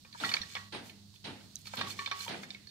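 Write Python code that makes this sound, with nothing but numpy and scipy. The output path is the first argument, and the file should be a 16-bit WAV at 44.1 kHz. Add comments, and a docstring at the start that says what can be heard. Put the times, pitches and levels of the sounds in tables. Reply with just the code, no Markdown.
"""Wet clay shards over a steel basin

Taken close, on a phone: wet shards clink (ringing modes struck by a short chatter) and rub (dense grains).
Now and then they touch the basin wall, which rings in sine modes, or bump dully; droplets tick as brief tones.
Far off someone hammers at an even pace in an echoing yard: noise that swells and dies band by band.
Mains hum, two wavering sines, and room hiss, coloured noise, lie under it all."""
import sys
import numpy as np
from scipy import signal
from scipy.fft import rfft, irfft
from scipy.io import wavfile
from scipy.ndimage import uniform_filter1d

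SR = 44100
rng = np.random.default_rng(int(sys.argv[2]) if len(sys.argv) > 2 else 0)


def generate_wav(signal):
    """Clip the signal to [-1, 1] and save it as 16-bit WAV at the path in sys.argv[1]."""
    frames = np.transpose(np.atleast_2d(signal))
    scaled = np.clip(frames, -1, 1) * 32767
    pcm = np.round(scaled).astype(np.int16)
    wavfile.write(sys.argv[1], SR, pcm)


N = 119070
T = np.arange(N) / SR
FREQS = np.arange(N // 2 + 1) * SR / N
APART = np.array([[0], [np.pi / 2]])  # phase of the left and right microphone ports, radians

# ringing modes of a clay shard: f/Hz, level/dB, t60/s
SHARD_MODES = [(504, -2.5, 0.064), (912, -0.5, 0.033), (1276, -1.5, 0.028), (1612, 1.5, 0.045),
               (1815, -4, 0.13), (2267, 2, 0.055), (2439, 3, 0.039), (3124, 0.5, 0.028), (3562, 1.5, 0.079),
               (4291, 1, 0.064), (4432, -3.5, 0.058), (4640, -6.5, 0.024), (5363, -4, 0.076),
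               (5840, -11, 0.08)]


def undb(db):
    """Decibels to an amplitude factor."""
    return 10 ** (np.asarray(db) / 20)


def at(table, hz):
    """Second column of a table, read on a log-frequency axis."""
    points = np.array(table, float)
    return np.interp(np.log(np.maximum(hz, 1)), np.log(points[:, 0]), points[:, 1])


def shape(x, table):
    """Colour a sound by (f/Hz, level/dB) points and bring it to rms 1."""
    y = irfft(rfft(x) * undb(at(table, FREQS)), N)
    return y / np.sqrt(np.mean(y ** 2))


def stereo_noise():
    """Noise at the two ports, mixed from mid and side so that their likeness varies with pitch."""
    # likeness of the two channels: f/Hz, correlation (0 to 1)
    likeness = [(30, 0.074), (60, 0.44), (130, 1), (250, 0.6), (500, 0.43), (1500, 0.072), (15000, 0.038)]
    c = at(likeness, FREQS)
    mid, side = rfft(rng.standard_normal((2, N))) * np.sqrt([(1 + c) / 2, (1 - c) / 2])
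    return irfft(np.array([mid + side, mid - side]), N)


def walk(rate):
    """Wandering curve: random values, `rate` per second, smoothed by two running means."""
    k = int(SR / rate)
    steps = np.repeat(rng.standard_normal(N // k + 1), k)
    return 0.81 * uniform_filter1d(uniform_filter1d(steps, k), k)[:N]


def ring(hz, gain, t60, phase, size):
    """Sum of dying sines for two channels; gain and phase are (channel, mode)."""
    t = np.arange(size) / SR
    modes = np.exp(np.outer(2j * np.pi * hz - np.log(1000) / t60, t))
    onset = np.minimum(t * 4000, 1)  # 0.25 ms
    return ((gain * np.exp(1j * phase)) @ modes).imag * onset


def add(out, x, s):
    """Lay a sound into the scene from s seconds on."""
    i = int(s * SR)
    out[:, i:i + x.shape[1]] += x[:, :N - i]


def room():
    """Slightly wavering hiss, and a mains hum of two sines an octave apart."""
    # level of the hum: t/s, rms level/dB near 100 Hz, rms level/dB near 200 Hz
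    hum_levels = [(0.0, -72, -78), (0.32, -67, -59), (0.55, -66.5, -67), (0.59, -58, -62.5),
                  (0.87, -70.5, -65), (1.11, -60, -63.5), (1.19, -76, -74), (1.26, -60.5, -54.5),
                  (1.62, -67, -74.5), (1.67, -68, -65), (1.84, -58, -56), (2.17, -66, -69.5),
                  (2.33, -56, -56.5), (2.5, -82, -59.5), (2.59, -67, -59.5), (2.7, -70, -77)]
    # colour of the hiss: f/Hz, level/dB
    hiss_colour = [(25, -27), (50, -9.5), (80, -5), (206, -3), (516, -27.5), (660, -23), (820, -27),
                   (2200, -27), (2600, -24), (4250, -13.5), (5430, -19.5), (7100, -22.5), (16000, -34)]
    hum_hz, hiss_db = 100.35, -60.5
    s, *levels = np.array(hum_levels).T
    out = undb(hiss_db + 2.0 * walk(4.16)) * shape(stereo_noise(), hiss_colour)
    for k in range(2):
        level_db = np.interp(T, s, levels[k]) + 1.9 * walk(14.1)
        phase = 2 * np.pi * (k + 1) * hum_hz * T + 0.52 * walk(8.46)
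        out += undb(3 + level_db) * np.sin(phase)  # 3 dB: rms to peak of a sine
    return out


def clinks():
    """A few ms of chatter rings the shards and a pitch of its own; a short noisy tail follows."""
    # clinks: t/s, peak level of the ring/dB, own pitch f/Hz, relative level/dB near 1 kHz, near 2 kHz,
    # near 4 kHz, share of the free ring time, chatter/ms
    clink_events = [(0.049, -45.5, 2440, -11, -16.5, -21, 1, 2.1),
                    (0.127, -45, 3900, -27, -23, -8, 0.53, 4.4), (0.138, -51, 4100, -12, 0, -27, 0.64, 3.6),
                    (0.148, -46, 935, 3, -12, -23, 1, 8), (0.201, -37.5, 3650, 13, -1, -17, 0.39, 2.2),
                    (0.237, -23.5, 1380, -4.5, -11.5, -20.5, 1, 2.5),
                    (0.242, -31, 1880, -15, -6, -13, 1, 7.8), (0.248, -27.5, 2000, -26, -26, -12, 1, 1.4),
                    (0.291, -27.5, 1930, -11.5, -12, -7, 1, 3.4), (0.315, -28, 4280, -7, -3, -22, 1, 4.3),
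                    (0.339, -20, 3500, -11, -20, -8.5, 0.5, 1.56),
                    (0.342, -24.5, 4350, -10.5, -15, -27, 0.46, 3.8),
                    (0.367, -26.5, 3450, -27, -12, -19, 0.6, 2.3),
                    (0.415, -32.5, 4140, -18, -18, -7, 1, 2.2), (0.432, -39, 1820, -12.5, -28, -13, 1, 4.5),
                    (0.552, -28.5, 1713, -17, -18.5, -17.5, 0.9, 3.06),
                    (0.565, -31, 1955, -13, -15, -26, 0.6, 10), (0.747, -35, 896, -11, -8, -28, 0.7, 5.4),
                    (0.896, -42.5, 2500, -61, -2, -9, 0.86, 3.3),
                    (1.14, -54, 4400, -12, -26, -8, 0.51, 1.5), (1.159, -53.5, 2530, -29, -18, -9, 0.83, 4),
                    (1.409, -52, 1570, -25, -8, -11, 0.9, 2.8), (1.657, -43, 3600, -13, -17, -6, 0.39, 1.7),
                    (1.67, -36, 4490, -9, -13.5, -8, 1, 3.8), (1.737, -31, 1050, -3, -8.5, -37, 1, 1.6),
                    (1.774, -41, 3680, -9, -12, -8, 0.7, 4), (1.789, -35.5, 4130, -10, -15, -12, 1, 4.9),
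                    (1.811, -22.5, 1165, -8, -9.5, -11, 0.8, 4), (1.87, -36, 1120, -14, -6, -8, 1, 4),
                    (1.906, -36, 2440, -28, -35, 0, 1, 2.7), (1.99, -29.5, 1150, -19, -10, -16, 0.94, 5.2),
                    (2.014, -46, 1090, -4, -18, -20, 1, 7.3), (2.06, -28, 3640, -38, -2.5, 1, 0.89, 1.7),
                    (2.074, -35, 3515, 14.5, -2, 8, 0.96, 3.6),
                    (2.113, -26, 3560, -8.5, -12, -15.5, 0.76, 5),
                    (2.123, -30, 1150, -13, -15, -17, 1, 1.5), (2.204, -35, 4180, -15, -21, -9, 1, 4.5),
                    (2.279, -32.5, 3210, -6, -12, -26, 0.46, 4.8),
                    (2.342, -35, 1650, -20, -2, -33, 0.42, 3.8),
                    (2.433, -37, 1666, -16, -14, -18.5, 1, 2.3),
                    (2.505, -36.5, 3650, -39, -17, -8, 0.53, 1.4),
                    (2.547, -38, 3690, -25, -4, -12, 0.94, 2.2),
                    (2.671, -46.5, 1760, -24, -35, -9, 0.99, 2.7),
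                    (2.691, -49.5, 3850, -19, -14, -4, 0.7, 2.3)]
    own_db, own_t60_s = 4.5, 0.039  # the clink's own pitch, above its strongest colour point
    treble_db = -26.5  # 12 kHz against 4 kHz
    scatter_db, pitch_spread = 3, .02  # random spread of mode level, and of mode pitch as a share
    crack_db, tail_db, tail_t60_s = -1, -10.5, 0.67  # the share of ring time scales the tail too
    hz, mode_db, t60 = np.array(SHARD_MODES).T
    size = 6000
    t, f = np.arange(size) / SR, np.arange(size // 2 + 1) * SR / size
    out = np.zeros((2, N))
    for s, peak, own_hz, low, mid, high, held, ms in clink_events:
        colour = [(400, low - 14), (1000, low), (2000, mid), (4200, high), (12000, high + treble_db)]
        g = rng.standard_normal((5, len(hz) + 1))
        noise = rng.standard_normal((5, size))

        # the free ring of shard and own pitch, a little different each time
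        own_level_db = own_db + max(low, mid, high)
        gain = undb(np.append(mode_db + at(colour, hz), own_level_db) + scatter_db * g[:2])
        pitches = np.append(hz * (1 + pitch_spread * g[3, 1:]), own_hz)
        phase = 2 * g[2] + APART * (1 + .5 * g[4])
        body = ring(pitches, gain, held * np.append(t60, own_t60_s), phase, size)

        # chatter of the contact drives it, with a sharp first knock
        chatter = np.exp(-(t * 1000 / ms) ** 2)
        push = noise[0] * chatter
        push[0] += 3
        push /= np.sqrt(np.sum(push ** 2))
        hit = signal.fftconvolve(body, push[None], axes=1)[:, :size]
        hit /= np.abs(hit.mean(axis=0)).max()

        # two channels of noise for the crack, two for the tail
        hiss = irfft(rfft(noise[1:]) * undb(at(colour, f)), size)
        hiss /= 3.26 * hiss.std()
        hit += undb(crack_db) * hiss[:2] * chatter
        tail_fall = undb(-60 * t / (held * tail_t60_s)) * np.minimum(t * 200, 1)
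        hit += undb(tail_db) * hiss[2:] * tail_fall
        add(out, undb(peak) * hit, s)
    return signal.sosfilt(signal.butter(2, 350, "high", fs=SR, output="sos"), out)


def basin():
    """The steel wall rings in its modes until a hand or the water stills it; bumps are dull dying sines."""
    # modes of the basin wall: f/Hz, level/dB, t60/s
    wall_modes = [(1127, 0, .45), (400, -19, .5), (1920, -10, .35), (3560, -22, .25), (4310, -20, .25)]
    # shards touching the wall: t/s, ring level/dB, relative level/dB of modes above the first, stilled at t/s
    touches = [(.049, -61.5, -1, 0.17), (0.241, -39, 17, 0.47), (.415, -54.5, 13, 1.06),
               (.556, -44.5, 12, 0.89), (1.81, -40.5, 4, 1.92), (1.989, -35, 0, 2.075),
               (2.112, -34.5, -2, 2.7), (2.548, -68.5, 16, 2.6)]
    # dull bumps: t/s, level/dB, f/Hz, t60/s
    bumps = [(0.404, -49.5, 77, 0.26), (.408, -43.5, 204, 0.062), (2.254, -56, 1003, 0.23),
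             (2.265, -41.5, 926, 0.12)]
    still_s, left_db = .02, -6  # time constant of the stilling; left port against right
    hz, mode_db, t60 = np.array(wall_modes).T
    size = 20000
    out = np.zeros((2, N))
    for s, level_db, upper_db, stop in touches:
        gain = undb(level_db + mode_db + upper_db * (hz > hz[0])) * undb([[left_db], [0]])
        phase = rng.uniform(0, 6.1, len(hz)) + APART
        still = np.exp(-np.maximum(T[:size] + s - stop, 0) / still_s)
        waver = undb(0.5 * walk(46)[:size])
        add(out, still * waver * ring(hz, gain, t60, phase, size), s)
    for s, db, bump_hz, bump_t60 in bumps:
        gain = undb(db) * np.ones((2, 1))
        add(out, ring(np.array([bump_hz]), gain, np.array([bump_t60]), np.zeros((2, 1)), size=9000), s)
    return out


def rubbing():
    """Dense grains of wet clay on clay: a hiss, the shards' modes and a bright grit."""
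    # strokes: start t/s, length/s, level/dB, relative level/dB of the grit
    strokes = [(0.124, 0.11, -56.5, -18), (0.166, 0.24, -45, -11.5), (0.386, 0.29, -54, -14),
               (0.819, 0.11, -56, -6), (1.128, 0.048, -67.5, -4), (1.395, 0.088, -64.5, -12),
               (1.564, .07, -65.5, -0.5), (1.643, 0.057, -51.5, -9), (1.686, 0.1, -51, -17),
               (1.74, .09, -55, -5), (1.854, 0.099, -45.5, -10), (1.904, 0.2, -50, -15),
               (2.132, 0.19, -45.5, -9), (2.298, 0.18, -57.5, -14), (2.415, 0.043, -56, -10),
               (2.454, 0.12, -58, -28)]
    # colour of hiss and rung modes together: f/Hz, level/dB
    rub_colour = [(290, -67), (500, -15.5), (1010, -32.5), (1110, -12), (1220, -12.5), (2340, -6.5),
                  (2880, -6), (4180, -5.5), (8000, -6.5), (10400, -27), (17600, -120)]
    # colour of the grit: f/Hz, level/dB
    grit_colour = [(3530, -118), (6000, -1.5), (7960, -25), (9900, 0.5), (14300, -2.5), (16000, -11)]
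    grains_per_s, grain_db, ring_db = 6000, 2.6, -6  # grain_db: mean excess of a grain's strength
    edge = .45  # share of a stroke spent rising, and again falling

    # each grain is a burst of noise dying within about a millisecond
    hits = (rng.random(N) < grains_per_s / SR) * undb(grain_db * rng.exponential(size=N))
    env = signal.lfilter([1], [1, -.97], hits * undb(0.83 * walk(39.93)))
    grains = stereo_noise() * env

    hz, mode_db, t60 = np.array(SHARD_MODES).T
    phase = rng.uniform(0, 6, (2, len(hz)))
    body = ring(hz, undb(mode_db) * np.ones((2, 1)), t60, phase, size=5000)
    rung = signal.fftconvolve(grains, body, axes=1)[:, :N]
    hiss = shape(grains / grains.std() + undb(ring_db) * rung / rung.std(), rub_colour)
    grit = shape(grains, [(2000, -60)] + grit_colour)

    out = np.zeros((2, N))
    for s, length, db, grit_db in strokes:
        arch = np.clip(np.minimum(T - s, s + length - T) / (edge * length), 0, 1)
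        out += arch * undb(db) * (hiss + undb(grit_db) * grit)
    return out


def hammer():
    """Each distant blow arrives as a swell of echoes dying band by band, with one thin steel ring."""
    # blows: t/s, level/dB, relative level/dB of the steel ring
    blows = [(0.2, -39, -17), (0.72, -40, -9.5), (1.239, -41, -15), (1.766, -37, -24), (2.283, -37, -36)]
    # colour of the blows: f/Hz, level/dB
    blow_colour = [(41, -44), (70, -11.5), (217, -1), (588, -6.5), (876, -3), (1000, -10), (4230, -7),
                   (8040, -32), (8990, -23), (14000, -52)]
    # dying away in the yard: f/Hz, t60/s
    yard_t60 = [(100, 1), (300, .8), (800, .55), (2000, 0.57), (5000, 0.29), (12000, 0.68)]
    # swell, lows build up later: f/Hz, rise/s
    swell = [(100, 0.021), (1000, 0.018), (3000, 0.009)]
    echo_s, echo_db = .024, -12.5
    ring_hz, ring_t60_s = 8700, .3

    def fall(s, rise, t60):
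        """Linear rise from s on, under an exponential fall."""
        return undb(-60 * np.maximum(T - s, 0) / t60) * np.clip((T - s) / rise, 0, 1)

    spec = rfft(shape(stereo_noise(), blow_colour))
    out = np.zeros((2, N))
    for hz in 70 * 2. ** np.arange(0, 8.1, .5):  # overlapping bands half an octave apart
        band = np.clip(1 - 2 * np.abs(np.log2(np.maximum(FREQS, 1) / hz)), 0, 1)
        rise, t60 = at(swell, hz), at(yard_t60, hz)
        env = np.zeros(N)
        for s, db, _ in blows:
            echo = undb(echo_db) * fall(s + echo_s, rise, t60 / 2)
            env += undb(db) * (fall(s, rise, t60) + echo)
        out += irfft(spec * band, N) * env * undb(1.75 * walk(29.89))

    # the steel ring's phase wanders separately in each channel
    tone = np.sin(2 * np.pi * ring_hz * T + 5.3 * np.array([walk(60), walk(50)]))
    for s, db, ring_db in blows:
        out += tone * undb(db + ring_db) * fall(s, 0.03, ring_t60_s)
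    return out


def droplets():
    """Tiny bright ticks: a dying sine and a click of band-passed noise falling at the same pace."""
    # droplets: t/s, level of the tone/dB, f/Hz, t60/s
    drops = [(1.5545, -45, 8900, 0.0073), (1.5568, -29, 6100, 0.009), (1.5652, -41.5, 3960, 0.028),
             (1.5895, -51, 10000, .008), (1.616, -51, 6850, 0.011), (1.755, -47, 12900, 0.032),
             (2.25, -43, 4960, 0.01)]
    click_db = 2.5  # against the tone
    size = 1500
    out = np.zeros((2, N))
    for s, peak, hz, t60 in drops:
        phase = rng.uniform(0, 12.3) + APART
        tone = ring(np.array([hz]), np.ones((2, 1)), np.array([t60]), phase, size)
        band = signal.butter(2, [hz * 0.88, min(hz * 1.65, 18000)], "band", fs=SR, output="sos")
        click = signal.sosfilt(band, rng.standard_normal((2, size))) * undb(-60 * T[:size] / t60)
        add(out, undb(peak) * (tone + undb(click_db) * click), s)
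    return out


def scene():
    """All sources together at the phone."""
    return room() + clinks() + basin() + rubbing() + hammer() + droplets()


def record(dry):
    """The two microphone ports colour differently; the top is cut in two steps."""
    # balance of the ports: f/Hz, left minus right level/dB
    port_balance = [(60, -20), (110, -5.0), (200, 0), (380, 0), (700, -0.5), (1290, 3.5), (2380, -3),
                    (4400, -10), (8120, -5), (15000, 10)]
    edge_hz, edge_db, top_hz = 15700, -22, 16500
    tilt = at(port_balance, np.maximum(FREQS, 100)) / 2  # constant below 100 Hz
    shelf = np.where(FREQS > edge_hz, undb(edge_db), 1)
    y = irfft(rfft(dry) * undb([tilt, -tilt]) * shelf, N)
    return signal.sosfilt(signal.ellip(10, .2, 70, top_hz, fs=SR, output="sos"), y)


dry = scene()
out = record(dry)
generate_wav(out)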